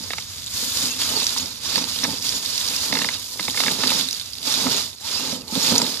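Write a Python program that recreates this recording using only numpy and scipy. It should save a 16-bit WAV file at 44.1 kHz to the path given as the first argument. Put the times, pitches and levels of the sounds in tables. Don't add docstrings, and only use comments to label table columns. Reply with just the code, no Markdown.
import sys
import numpy as np
from scipy import signal
from scipy.fft import rfft, irfft
from scipy.io import wavfile
from scipy.ndimage import uniform_filter1d

SR = 44100
rng = np.random.default_rng(int(sys.argv[2]) if len(sys.argv) > 2 else 0)


def transcribe(signal):
    frames = np.atleast_2d(signal).T
    limited = np.clip(frames, -1, 1)
    pcm = np.round(limited * 32767).astype(np.int16)
    wavfile.write(sys.argv[1], SR, pcm)


def gain_from_db(level_db):
    decades = np.asarray(level_db, float) / 20
    return 10 ** decades


N = 264589

# start_s [s], peak_db [dB], low_share_db [dB]
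LUG_CATCHES = [(0.1052, -16.5, -27), (0.1336, -18.5, -15), (0.183, -22, -15.5), (1.2184, -33, -1),
               (1.3634, -31.5, -4), (1.7574, -18.5, -22), (1.779, -18.5, -12), (2.0333, -19, -15.5),
               (2.0441, -13.5, -22), (2.0504, -19.5, -8.5), (2.9265, -9, -20), (2.9515, -14.5, -14.5),
               (2.9696, -16, -28), (2.991, -21.5, -19), (3.017, -15, -28), (3.045, -14, -12.5),
               (3.088, -12, -19), (3.3951, -17.5, -11), (3.481, -17.5, -15), (3.5438, -22.5, -11),
               (3.5745, -14.5, -38), (3.603, -9.5, -23), (3.6364, -14.5, -19), (3.6638, -12.5, -33),
               (3.681, -12.5, -27), (3.8357, -10, -15), (3.918, -22, -5.5), (4.6663, -24, -3),
               (4.6744, -34, -18), (5.7576, -32, 9), (5.7994, -34, 4), (5.816, -21, -2.5)]


def rms_one(x):
    return x / np.sqrt(np.mean(x ** 2) + 1e-20)


def at_hz(points, hz):
    point_hz, point_db = np.transpose(points)
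    return np.interp(np.log(hz), np.log(point_hz), point_db)


def drift(rate_hz):
    hop = 40
    r = np.exp(-2 * np.pi * rate_hz * hop / SR)
    slow = signal.lfilter([1], [1, -2 * r, r * r], rng.standard_normal(N // hop + 2002))
    slow = rms_one(slow[2000:])
    return np.interp(np.arange(N) / hop, np.arange(len(slow)), slow)


def ring(clicks, hz, t60):
    r = gain_from_db(-60 / (t60 * SR))
    w = 2 * np.pi * hz / SR
    return signal.lfilter([0, np.sin(w)], [1, -2 * r * np.cos(w), r * r], clicks + 1e-18)


def soften(x, hz):
    r = np.exp(-2 * np.pi * hz / SR)
    return signal.lfilter([(1 - r) ** 2], [1, -2 * r, r * r], x)


def chatter(per_s, spread_db):
    sizes = gain_from_db(spread_db * np.minimum(rng.exponential(1, N), 5)) * rng.choice([-1, 1], N)
    happens = rng.random(N) < per_s / SR
    return rms_one(sizes * happens / np.sqrt(per_s))


def struck(modes, times, peaks_db, contact_s, scatter_db):
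    length = 600
    steps = np.arange(length)
    at = (np.asarray(times) * SR).astype(int)[:, None] + steps
    burst = rng.standard_normal(at.shape) * np.exp(-steps / (contact_s * SR))
    chance_db = rng.normal(0, scatter_db, (len(at), len(modes)))
    out = 0
    for k, (hz, level_db, t60) in enumerate(modes):
        swing = np.abs(np.cumsum(burst * np.exp(-2j * np.pi * hz * steps / SR), axis=1))
        height = gain_from_db(peaks_db(hz) + level_db + chance_db[:, k])
        force = np.zeros(N + length)
        np.add.at(force, at, burst * (height / swing.max(axis=1))[:, None])
        out = out + ring(force[:N], hz, t60)
    return out


def peaks_in_time(starts, lengths, levels_db, slopes, rise, fall):
    since = np.arange(N) / SR - np.asarray(starts)[:, None]
    lengths, levels_db, slopes = [np.reshape(v, (-1, 1)) for v in (lengths, levels_db, slopes)]
    hold_db = levels_db + slopes * np.clip(since, 0, lengths)
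    climb_db = rise * np.minimum(since, 0)
    fall_db = fall * np.maximum(since - lengths, 0)
    return gain_from_db(2 * (hold_db + climb_db - fall_db))


def effort():
    # start_s [s], length_s [s], crush_db [dB], growth [dB/s], brightness of the litter [dB/octave]
    spells = [(0.0, 0.94, -36, -5, -1), (.56, 0.17, -27.5, -7, 1.6), (0.765, .12, -26.5, 10, 0.6),
              (1.013, 0.4, -24.5, -10, -0.1), (1.434, 0.22, -33.5, -44, -0.8), (1.66, .16, -27.5, -8, -1.5),
              (1.895, 0.24, -29.5, 0, -0.3), (2.251, 0.12, -27.5, -1, 1), (2.447, 0.41, -30, 9.5, 0.5),
              (2.91, 0.23, -28.5, -2, -1.2), (3.193, 0.15, -38, 4, 2.3), (3.413, 0.098, -31, -10, 1.3),
              (3.586, .13, -27, 16, 0), (3.806, .04, -26, -3, -2.7), (3.889, 0.12, -23.5, -12, -0.5),
              (4.076, 0.36, -34, -20.5, -0.1), (4.484, 0.31, -24.5, 2.5, -0.4),
              (5.073, 0.25, -28, -6, -1.3), (5.565, 0.15, -25.5, 33.5, -0.2),
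              (5.773, 0.36, -23.5, -51, -0.8)]
    # start_s [s], boom_db [dB], scrape_db [dB]
    lurches = [(0.0, -38, -44.5), (.66, -44, -59), (0.852, -33.5, -51), (.99, -39, -47), (1.14, -34, -32.5),
               (1.44, -36, -42.5), (1.788, -31.5, -33.5), (2.09, -31, -36.5), (2.34, -39, -39.5),
               (2.722, -42, -42), (2.972, -27.5, -31), (3.41, -44, -41.5), (3.69, -29.5, -29.5),
               (3.86, -31.5, -31.5), (3.97, -28, -50), (4.48, -40, -46), (4.67, -30.5, -27),
               (5.23, -34.5, -31), (5.359, -32.5, -43.5), (5.571, -41, -35.5), (5.73, -22, -27),
               (5.83, -27, -31)]
    *shape, bright = np.transpose(spells)
    surges = peaks_in_time(*shape, rise=202, fall=149)
    crush = surges.sum(axis=0)
    start_s, boom_db, scrape_db = np.transpose(lurches)
    boom = peaks_in_time(start_s, 0, boom_db, 0, rise=129, fall=133).sum(axis=0)
    boom = boom + crush * gain_from_db(-2 * 23)
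    scrape = peaks_in_time(start_s, 0, scrape_db, 0, rise=108, fall=101).sum(axis=0)
    scrape = scrape + crush * gain_from_db(-2 * 24)
    crush_db, boom_db, scrape_db = 10 * np.log10([crush, boom, scrape])
    bright_db = bright @ surges / crush
    return crush_db, boom_db, scrape_db, bright_db


def far_rumble():
    # [dB per Hz, relative]
    spectrum = [(25, -12), (55, 0.5), (95, 3.5), (130, -11.5), (250, -13.5), (400, -46), (1000, -36),
                (2000, -27), (5000, -66), (14000, -129)]
    rumble_db = -39.5
    hz = np.maximum(np.arange(N // 2 + 1) * SR / N, 1)
    mid, side = irfft(rfft(rng.standard_normal((2, N))) * gain_from_db(at_hz(spectrum, hz)), N)
    level_db = rumble_db - 1.3 * np.arange(N) / SR + 2.0 * drift(9)
    return gain_from_db(level_db) * rms_one(mid + 0.3 * side * [[1], [-1]])


def woods(x, t60, level_db):
    t = np.arange(int(.15 * SR)) / SR
    tail = rng.standard_normal((2, len(t))) * gain_from_db(-60 * t / t60) * (t > .002)
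    tail = tail / np.sqrt(np.sum(tail[0] ** 2))
    return gain_from_db(level_db) * signal.fftconvolve(x, tail, axes=1)[:, :N]


def gears():
    # start_s [s], pitch_hz [Hz], level_db [dB]
    stretches = [
        [(2.0, 980, -65), (2.6, 1010, -52), (3.4, 980, -59)],
        [(5.0, 760, -41), (5.08, 1000, -45)],
        [(.89, 2700, -29), (.94, 2654, -31)],
        [(1.08, 2710, -47), (1.17, 2770, -40), (1.25, 2700, -30)],
        [(1.12, 4600, -49), (1.21, 4320, -22)],
        [(5.12, 2390, -44), (5.23, 2810, -36.5), (5.31, 2820, -43)],
        [(5.12, 4560, -26.5), (5.22, 5380, -47)],
        [(5.47, 787, -30), (5.52, 887, -39.5), (5.55, 1080, -40)],
    ]
    t, out = np.arange(N) / SR, np.zeros(N)
    waver, flutter = drift(37.5), drift(25)
    for points in stretches:
        s, hz, level_db = np.transpose(points)
        fade = np.clip(np.minimum(t - s[0], s[-1] - t) / .025, 0, 1)
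        turns = np.cumsum(np.interp(t, s, hz) * (1 + 0.02 * waver)) / SR
        level = gain_from_db(np.interp(t, s, level_db) + 4.5 * flutter)
        out += fade * level * np.sin(2 * np.pi * turns)
    return out


def chassis(boom_db):
    # pitch_hz [Hz], level_db [dB], t60_s [s]
    modes = [(183, -33.5, 0.26), (259.1, 0, 0.091), (290, -9, 0.043), (522, -0.5, 0.027), (881, -8, 0.13)]
    # start_s [s], peak_db [dB]
    bumps = [(0.628, -26.5), (1.132, -26), (1.221, -31), (1.766, -28), (2.032, -23), (2.085, -22.5),
             (3.396, -26), (3.483, -25), (3.838, -22), (3.904, -20), (4.47, -21), (4.656, -18),
             (4.737, -43), (5.324, -24.5), (5.524, -22.5), (5.555, -14.5), (5.572, -14.5), (5.718, -13),
             (5.797, -22), (5.827, -16.5)]
    jolts = chatter(500 * gain_from_db(3.0 * drift(11)), spread_db=3.0)
    hum = sum(gain_from_db(level_db) * ring(jolts, hz, t60) for hz, level_db, t60 in modes)
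    hum = soften(hum, hz=645)
    hum = hum / uniform_filter1d(hum ** 2, size=2600) ** 0.063
    start_s, peak_db = np.transpose(bumps)
    landings = struck(modes, start_s, lambda hz: peak_db, contact_s=0.01, scatter_db=3.0)
    both = gain_from_db(boom_db) * rms_one(hum) + soften(landings, hz=940)
    return signal.sosfilt(signal.butter(2, 140.0, "high", fs=SR, output="sos"), both)


def shell(scrape_db):
    # pitch_hz [Hz], level_db [dB], t60_s [s]
    modes = [(515, -15.5, 0.055), (963, 15, 0.01), (1265, 7, 0.027), (1844, -4.5, 0.014),
             (2056, 5.5, 0.0082), (2690, -9, 0.022), (3680, -5, 0.012)]
    start_s, peak_db, low_db = np.transpose(LUG_CATCHES)
    knocks = struck(modes, start_s, lambda hz: peak_db + low_db * (hz < 1500),
                    contact_s=.003, scatter_db=3.0)
    knocks = signal.sosfilt(signal.butter(2, 600.0, "high", fs=SR, output="sos"), knocks)
    stalks = soften(chatter(2500 * gain_from_db(6.2 * drift(12)), spread_db=5.0), hz=640)
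    scrape = sum(gain_from_db(level_db) * ring(stalks, hz, t60) for hz, level_db, t60 in modes)
    return soften(knocks, hz=5330) + gain_from_db(scrape_db) * rms_one(scrape)


def squeaks(crush_db, count):
    out = np.zeros(N + SR)
    for when, pitch, glide, size, span in rng.random((count, 5)):
        start = int(when * N)
        length = int((0.0057 + 0.0352 * span) * SR)
        hz = 2400 * 3.2 ** pitch * (1 + 0.132 * (glide - .5) * np.linspace(-1, 1, length))
        chirp = np.hanning(length) * np.sin(2 * np.pi * np.cumsum(hz) / SR)
        out[start:start + length] += gain_from_db(crush_db[start] - 13.5 + 8.3 * size) * chirp
    return out[:N]


def snaps(crush_db, count):
    # start_s [s], peak_db [dB], pitch_hz [Hz]
    twigs = [(0.1805, -24, 4220), (0.223, -24, 4320), (0.463, -22, 7900), (0.856, -10, 4500),
             (1.0167, -10, 3360), (1.2421, -13, 5950), (1.2665, -8.5, 6060), (1.3828, -13, 5900),
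             (1.7575, -5.5, 4830), (1.7789, -17, 5600), (1.9878, -16.5, 3900), (2.037, -13, 5700),
             (2.0395, -10, 5650), (2.2917, -11, 5400), (2.46, -15, 4900), (3.4985, -14, 3580),
             (3.6056, -9.5, 3870), (3.877, -7, 3950), (3.904, -8, 3620), (4.0094, -13, 3880),
             (4.087, -13.5, 3900), (4.11, -15, 5950), (4.129, -14, 5800), (4.1974, -16, 4150),
             (4.2125, -19, 3680), (4.3335, -21.5, 5170), (4.3834, -20, 4500), (5.015, -46.5, 5300),
             (5.4802, -21, 4230), (5.7544, -10, 5010), (5.7803, -2, 5760), (5.8175, -8, 5000)]
    length = 600
    out, t = np.zeros(N + length), np.arange(length) / SR
    small = []
    for when, size, pitch in rng.random((count, 3)):
        peak_db = crush_db[int(when * N)] + 7 + 8 * size
        small.append((when * N / SR, peak_db, 3500 * 1.7 ** pitch))
    cracks = [(s, peak_db - 7, 4750) for s, peak_db, _ in LUG_CATCHES]
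    for s, peak_db, hz in list(twigs) + cracks + small:
        noise = rng.standard_normal(length)
        fibres = soften(np.diff(noise, prepend=0), hz=8000)
        fibres = fibres * (np.exp(-t / .0007) + .3 * np.exp(-t / .006))
        both = rms_one(fibres) + 0.87 * rms_one(ring(fibres, hz, 0.0027))
        start = int(s * SR)
        out[start:start + length] += gain_from_db(peak_db) * both / np.abs(both).max()
    return out[:N]


def leaves(crush_db, bright_db):
    # [dB per Hz, relative]
    litter_colour = [(700, -10.5), (1200, -0.5), (1800, -7), (2700, -2.5), (5000, -1), (8000, -13),
                     (11000, -6.5), (14000, -3)]
    detour_share, detour_lag, lag_spread = .3, 60, 1.1
    effort_db = crush_db - crush_db.max()
    tilt_db = bright_db - 0.14 * effort_db
    per_s = 24000 * gain_from_db(.15 * effort_db + 1.5 * drift(25))
    clicks = chatter(per_s, spread_db=1.3)
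    clicks = clicks * gain_from_db(0.87 * drift(40) + 0.72 * drift(4.86))
    at = np.flatnonzero(clicks)
    grains = clicks[at]
    spread = np.where(rng.random(len(at)) < detour_share, detour_lag, lag_spread)
    lag = np.rint(spread * rng.standard_normal(len(at))).astype(int)
    pan = gain_from_db(4.3 * rng.standard_normal(len(at)))
    pitches = np.geomspace(700, 14500, 18)
    dealt = rng.integers(0, 18, len(at))
    out = 0
    for k, hz in enumerate(pitches):
        mine, pair = dealt == k, np.zeros((2, N))
        pair[0, at[mine]] = grains[mine] * np.sqrt(pan[mine])
        pair[1, np.clip(at[mine] + lag[mine], 0, N - 1)] = grains[mine] / np.sqrt(pan[mine])
        colour_db = at_hz(litter_colour, hz) + tilt_db * np.log2(hz / 5000) + 0.5 * drift(1.8)
        out = out + hz * gain_from_db(colour_db) * ring(pair, hz, 8.2 / hz)
    return gain_from_db(crush_db) * out / np.std(out)


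def scene():
    # start_s [s], lean towards the left [dB]
    place = [(0, 1), (.7, 3), (1.6, 0), (3.2, 0.5), (3.8, -0.5), (6, 0)]
    t = np.arange(N) / SR
    crush_db, boom_db, scrape_db, bright_db = effort()
    truck = chassis(boom_db) + shell(scrape_db) + gears()
    litter = leaves(crush_db, bright_db) + snaps(crush_db, count=110) + squeaks(crush_db, count=200)
    sides = gain_from_db(np.interp(t, *np.transpose(place)) / 2 * np.array([[1], [-1]]))
    scattered = woods(truck[None], t60=.05, level_db=-12)
    return sides * litter + truck + scattered + far_rumble()


def low_pass(x):
    return signal.sosfilt(signal.butter(12, 15480, fs=SR, output="sos"), x)


def record(dry):
    # pitch_hz [Hz], width_hz [Hz], gain_db [dB]
    ports = [
        [(710, 83, -4), (1730, 56, 3.5), (6920, 2300, 14), (4500, 14300, 2)],
        [(790, 120, -6.5), (1900, 860, -3.5), (3655, 570, 5), (4830, 3140, 12.5), (13280, 880, -30)],
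    ]
    port_gains = [-4, 1]
    right_lag, ceiling = 4.22, .9
    out = []
    for x, bells, port_db in zip(dry, ports, port_gains):
        for hz, width_hz, gain_db in bells:
            w, g = 2 * np.pi * hz / SR, gain_from_db(gain_db / 2)
            a = np.sin(w) * width_hz / hz / 2
            top = [1 + a * g, -2 * np.cos(w), 1 - a * g]
            bottom = [1 + a / g, -2 * np.cos(w), 1 - a / g]
            x = signal.lfilter(top, bottom, x)
        out.append(gain_from_db(port_db) * x)
    delay = np.exp(-2j * np.pi * np.arange(N // 2 + 1) * right_lag / N)
    out[1] = irfft(rfft(out[1]) * delay, N)
    out = signal.sosfilt(signal.butter(2, 101.5, "high", fs=SR, output="sos"), out)
    out = ceiling * np.tanh(out / ceiling)
    out = signal.sosfilt(signal.cheby2(16, 60, 14800, fs=SR, output="sos"), out)
    return low_pass(out)


dry = scene()
out = record(dry)
transcribe(out)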